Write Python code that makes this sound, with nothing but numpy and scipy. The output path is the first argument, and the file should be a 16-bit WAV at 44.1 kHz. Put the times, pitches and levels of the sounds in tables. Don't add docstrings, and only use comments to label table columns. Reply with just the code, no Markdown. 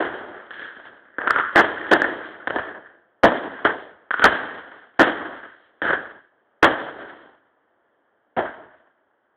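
import sys
import numpy as np
from scipy import signal
from scipy.fft import rfft, irfft
from scipy.io import wavfile
from scipy.ndimage import uniform_filter1d

SR = 44100
rng = np.random.default_rng(int(sys.argv[2]) if len(sys.argv) > 2 else 0)


def store_pcm(level_fs):
    pcm = np.round(np.clip(level_fs, -1, 1) * 32767).astype(np.int16)
    wavfile.write(sys.argv[1], SR, np.atleast_2d(pcm).T)


N = 412776

# (time [s], front level [dB], edge [dB], ring pitch [Hz], ring [dB],
# crack of the far roll [dB], near echoes [dB], far roll [dB], far roll fade [dB/s],
# last far echo after the burst [s], wall returns [dB], hold of near echoes [s], crack of near echoes [dB])
SHELL_BURSTS = [(0.003, -6, -0.5, 352.6, 6, 4.5, -24, -26.5, 42.5, 0.89, -22, 0.011, 0),
                (1.557, 5.5, 2, 347.5, 4, 3, -10.5, -20.5, 54, 0.76, -2.5, .035, 0.3),
                (1.913, 6, 4, 341, 7, 4, -11.5, -27, 34, 0.68, -1.5, 0.016, 1),
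                (3.233, 5, -1.5, 268, 6.5, 2, -9, -20, 50, 0.395, 1, 0.028, -0.5),
                (3.649, 1, -0.5, 422.5, -2.5, 1.5, -14, -23.5, 83, .5, -15, 0.0067, 4.5),
                (4.24, -0.5, 2.5, 279, 2.5, 3, -10, -22, 48, 0.56, 0, 0.024, -1.5),
                (4.993, 7, -1, 320, 3.5, 1.5, -10.5, -18, 56, 0.44, -2.5, 0.0313, 1.8),
                (6.627, 7.5, 0, 327.8, -1, 0, -9, -22.5, 39.5, 0.67, -2, 0.027, 0.34),
                (8.368, -5, -8.5, 620, 1, 1, -18, -23, 77.5, 0.8, -8.5, 0.024, 1)]
# (delay [s], level [dB], crack [dB], smear [s])
SHELL_WALLS = [(.012, -4, 2, .011), (0.0224, 1.5, 2, .012), (.034, -5, -1, .01), (.06, -17.5, 2, .012),
               (0.086, -3.5, -5, 0.015)]
# (time [s], level [dB], crack [dB], edge [dB], extra fade [dB/s],
# ring pitch [Hz], ring [dB], scattered echoes [dB], muzzle and near walls [dB], far walls [dB])
MORTAR_SHOTS = [(0.5064, -27, -3, 11.5, -5, 1670, 6.5, -13.5, 2, 0),
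                (0.7657, -27.5, -3.5, 1.5, -1, 1626, 0, -16.5, -1, -2),
                (1.0522, -38, -4.5, -4.5, -1.5, 1800, 9, -18.5, -2.5, -5),
                (1.1831, -13, 1, -7, -1.5, 1644, 5, -17, 0.1, -3.5),
                (1.2728, -8, 9, 2, 3, 1401, 13, -21, 1, -2),
                (1.7788, -24.5, -8.5, 4.5, 4.5, 1800, 11.5, -15, 3, 0.5),
                (1.9302, -5.5, -1.5, -9.5, 9.5, 1725, 7, -21, -0.1, 0.2),
                (2.4719, -6, -4, -3.5, -6.5, 1732, -0.5, -21, 2, 0),
                (4.1068, -17, 9.5, 2.46, -0.7, 1497, 7.5, -17.5, 4, 7),
                (4.94, -42.5, 0.3, 7, 3.5, 1657, 1, -16, -2, -6.5),
                (5.8175, -8.5, 0.4, -1.3, 26, 1656, 0, -12, 1.5, 1)]
# (delay [s], crack and ring [dB], front [dB], smeared part [dB], smear [s])
MORTAR_WALLS = [(.0045, 1.5, -3.2, 0.6, 0.0023), (0.028, -0.2, -9.5, -3, 0.0037),
                (0.0335, 1.25, -2.66, 2.5, 0.0034), (0.0879, -1, 1, 2, 0.0056), (.112, 0.86, -12, 3, .012),
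                (0.273, 2, -60, -20, 0.049)]
# (time [s], level [dB], crack [dB], smear [s], ring [dB])
LATE_ECHOES = [(0.648, -34, 12, 0.11, 21), (0.854, -27, 3.5, 0.036, 0), (1.527, -15.5, 3, 0.0167, -1),
               (2.858, -43, 5, 0.048, 23), (4.714, -28.5, 9.5, 0.11, -13), (5.099, -26.5, 0, 0.33, -9),
               (5.428, -24, 6, 0.061, 5.5), (6.099, -35, 3, .054, 5), (6.705, -5.5, -1, 0.028, -2),
               (0.046, -8.5, -1.5, 0.018, -12), (6.999, -29.5, 5, 0.11, 8), (7.209, -37, 0, 0.078, -7)]
# (thud to boom [Hz], boom to crack [Hz], crack to edge [Hz])
BAND_BORDERS_HZ = (160, 1050, 2300)
# (thud [dB], boom [dB], crack [dB], edge [dB])
RUMBLE_DB = (-66.5, -64, -64.5, -73)
# (thud [dB/s], boom [dB/s], crack [dB/s], edge [dB/s], ring [dB/s])
SHELL_BAND_FADES = (1.5, 4, 0, 5.5, 9)
# (thud [dB/s], boom [dB/s], crack [dB/s], edge [dB/s], ring [dB/s])
MORTAR_BAND_FADES = (1, 1.5, 13, 1.7, 3)
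# (frequency [Hz], relative level [dB])
MICROPHONE_CURVE = [(18, -60.5), (30, -30.5), (96, -16), (166, -16.5), (317, -4.5), (461, -4.5),
                    (657, -2.5), (776, -5.5), (1230, -5.5), (1610, -2), (1790, -5), (2390, -25),
                    (2710, -25.5), (3200, -16), (4380, -46), (5690, -61.5), (9640, -120)]

SPAN_S, LEAD_S = 1.2, 0.01
GRAIN_DB, GRAIN_HZ = 1.5, 250
LUMP_DB, LUMP_HZ = 2.4, 24.06
ECHO_SMEAR_DB = -19.5

LATE_ECHO_EDGE_DB, LATE_ECHO_RING_HZ = 6.5, 1640

MUZZLE_DELAY_S, MUZZLE_TONE_DB, MUZZLE_SMEAR_S = 0.00058, 0.011, 0.0015
MORTAR_FRONT_DB, MORTAR_SMEAR_DB = 9, -13.5
MORTAR_RING_WIDTH_HZ = 240
MORTAR_PEAK_S, MORTAR_BUILD_DB_S, MORTAR_ROLL_FADE_DB_S = 0.11, 59, 82
FAR_WALL_S = 0.06

FORERUNNER_S, FORERUNNER_DB = 0.0033, -12
BURST_FRONT_DELAY_S = 0.0014
BURST_FRONT_DB, RETURN_FRONT_DB, RETURN_RING_DB = 6, 6.5, -2
NEAR_FADE_DB_S, AFTER_FADE_DB_S = 350, 68.5
BURST_RING_WIDTH_HZ = 66

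MIC_TOP_HZ, TOP_HZ = 4210, 16000
OVERLOAD, HISS_DB = 0.71, -102


def undb(db):
    return 10 ** (np.asarray(db) / 20)


def walk(rate, size):
    step = int(SR / rate)
    values = np.repeat(rng.standard_normal(size // step + 1), step)
    return 1.06 * uniform_filter1d(values, step)[:size]


def delays():
    return np.arange(int(SPAN_S * SR)) / SR - LEAD_S


def fade_after(start, db_s):
    return -db_s * np.maximum(delays() - start, 0)


def band_db(db, crack_db, edge_db, ring_db):
    return np.array([db, db, db + crack_db, db + edge_db, db + ring_db]).reshape(5, -1)


def roll(levels_db, fades):
    fading_db = np.reshape(fades, (-1, 1)) * np.maximum(delays(), 0)
    return undb(2 * (levels_db - fading_db))


def arrival(levels_db, lag, smear):
    delay = delays() - lag
    return undb(2 * levels_db) * (delay >= 0) * np.exp(-2 * np.abs(delay / smear))


def cut(hz, kind):
    return np.tile(signal.butter(2, hz, kind, fs=SR, output="sos"), (2, 1))


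def bands(rows):
    out = rows[3]
    for row, hz in zip(rows[2::-1], BAND_BORDERS_HZ[::-1]):
        above = signal.sosfilt(cut(hz, "highpass"), out)
        below = signal.sosfilt(cut(hz, "lowpass"), row)
        out = above + below
    return out


def bang(power, shocks, ring_hz, width_hz):
    size = power.shape[1]
    lumps = np.array([walk(LUMP_HZ, size=size) for _ in power])
    unevenness_db = GRAIN_DB * walk(GRAIN_HZ, size=size) + LUMP_DB * lumps
    air = np.sqrt(power) * undb(unevenness_db) * rng.standard_normal(size)
    for lag, levels_db in shocks:
        air[:, int((LEAD_S + lag) * SR)] += undb(levels_db[:, 0])
    ring = signal.lfilter(*signal.iirpeak(ring_hz, ring_hz / width_hz, fs=SR), air[4])
    return bands(air[:4]) + ring


def add(out, s, sound):
    at = int(s * SR) + np.arange(len(sound))
    inside = (at >= 0) & (at < N)
    out[at[inside]] += sound[inside]


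def night_rumble():
    level_db = np.array(RUMBLE_DB)[:, None] + walk(1, size=N)
    return bands(undb(level_db) * rng.standard_normal(N))


def late_echo(db, crack_db, smear, ring_db):
    levels_db = band_db(db, crack_db, LATE_ECHO_EDGE_DB, ring_db)
    power = arrival(levels_db + ECHO_SMEAR_DB, 0, smear)
    return bang(power, [], LATE_ECHO_RING_HZ, LATE_ECHO_RING_HZ / 5)


def mortar(db, crack_db, edge_db, fade, ring_hz, ring_db, roll_db, near_db, far_db):
    build_db = MORTAR_BUILD_DB_S * np.minimum(delays() - MORTAR_PEAK_S, 0)
    scatter_db = roll_db + build_db + fade_after(MORTAR_PEAK_S, MORTAR_ROLL_FADE_DB_S)
    levels_db = band_db(db + scatter_db, crack_db, edge_db, ring_db)
    power = roll(levels_db, np.add(MORTAR_BAND_FADES, fade))
    power = power * (delays() > MORTAR_WALLS[0][0])
    shocks = []
    muzzle = (MUZZLE_DELAY_S, MUZZLE_TONE_DB, 0, 0, MUZZLE_SMEAR_S)
    for lag, tone_db, front_db, smear_db, smear in [muzzle, *MORTAR_WALLS]:
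        place_db = far_db if lag > FAR_WALL_S else near_db
        levels_db = band_db(db + place_db, crack_db + tone_db, edge_db, ring_db + tone_db)
        power = power + arrival(levels_db + MORTAR_SMEAR_DB + smear_db, lag, smear)
        shocks.append((lag, levels_db + MORTAR_FRONT_DB + front_db))
    return bang(power, shocks, ring_hz, MORTAR_RING_WIDTH_HZ)


def shell_burst(front_db, edge_db, ring_hz, ring_db, crack_db, near_db, far_db, fade, last, walls_db,
                hold, near_crack_db):
    early_db = FORERUNNER_DB * (delays() < 0)
    near_level_db = near_db + early_db + fade_after(hold, NEAR_FADE_DB_S)
    near = band_db(near_level_db, near_crack_db, edge_db, ring_db)
    far_level_db = far_db + early_db + fade_after(0, fade) + fade_after(last, AFTER_FADE_DB_S)
    far = band_db(far_level_db, crack_db, edge_db, ring_db)
    power = roll(near, SHELL_BAND_FADES) + roll(far, SHELL_BAND_FADES)
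    power = power * (delays() >= -FORERUNNER_S)
    shocks = [(BURST_FRONT_DELAY_S, band_db(front_db + BURST_FRONT_DB, 0, edge_db, ring_db))]
    for lag, db, tone_db, smear in SHELL_WALLS:
        levels_db = band_db(walls_db + db, tone_db, edge_db, ring_db + RETURN_RING_DB)
        power = power + arrival(levels_db + ECHO_SMEAR_DB, lag, smear)
        shocks.append((lag, levels_db + RETURN_FRONT_DB))
    return bang(power, shocks, ring_hz, BURST_RING_WIDTH_HZ)


def fireworks():
    out = np.zeros(N)
    sources = ((LATE_ECHOES, late_echo), (MORTAR_SHOTS, mortar), (SHELL_BURSTS, shell_burst))
    for table, source in sources:
        for s, *settings in table:
            add(out, s - LEAD_S, source(*settings))
    return out


def scene():
    return (night_rumble() + fireworks())[None]


def microphone(size=4096):
    hz, db = np.transpose(MICROPHONE_CURVE)
    log_hz = np.log(np.fft.rfftfreq(size, 1 / SR) + 1)
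    log_gain = np.interp(log_hz, np.log(hz), db) * np.log(10) / 20
    cepstrum = irfft(log_gain)
    cepstrum[1:size // 2] *= 2
    cepstrum[size // 2 + 1:] = 0
    response = irfft(np.exp(rfft(cepstrum)))
    return response / np.sqrt(np.sum(response ** 2))


def record(dry):
    coloured = signal.fftconvolve(dry, microphone()[None])[:, :N]
    heard = signal.sosfilt(signal.ellip(8, 0.5, 80, MIC_TOP_HZ, fs=SR, output="sos"), coloured)
    clipped = np.clip(heard, -OVERLOAD, OVERLOAD)
    out = signal.sosfilt(signal.ellip(8, 0.2, 70, TOP_HZ, fs=SR, output="sos"), clipped)
    return out + undb(HISS_DB) * rng.standard_normal(out.shape)


dry = scene()
out = record(dry)
store_pcm(out)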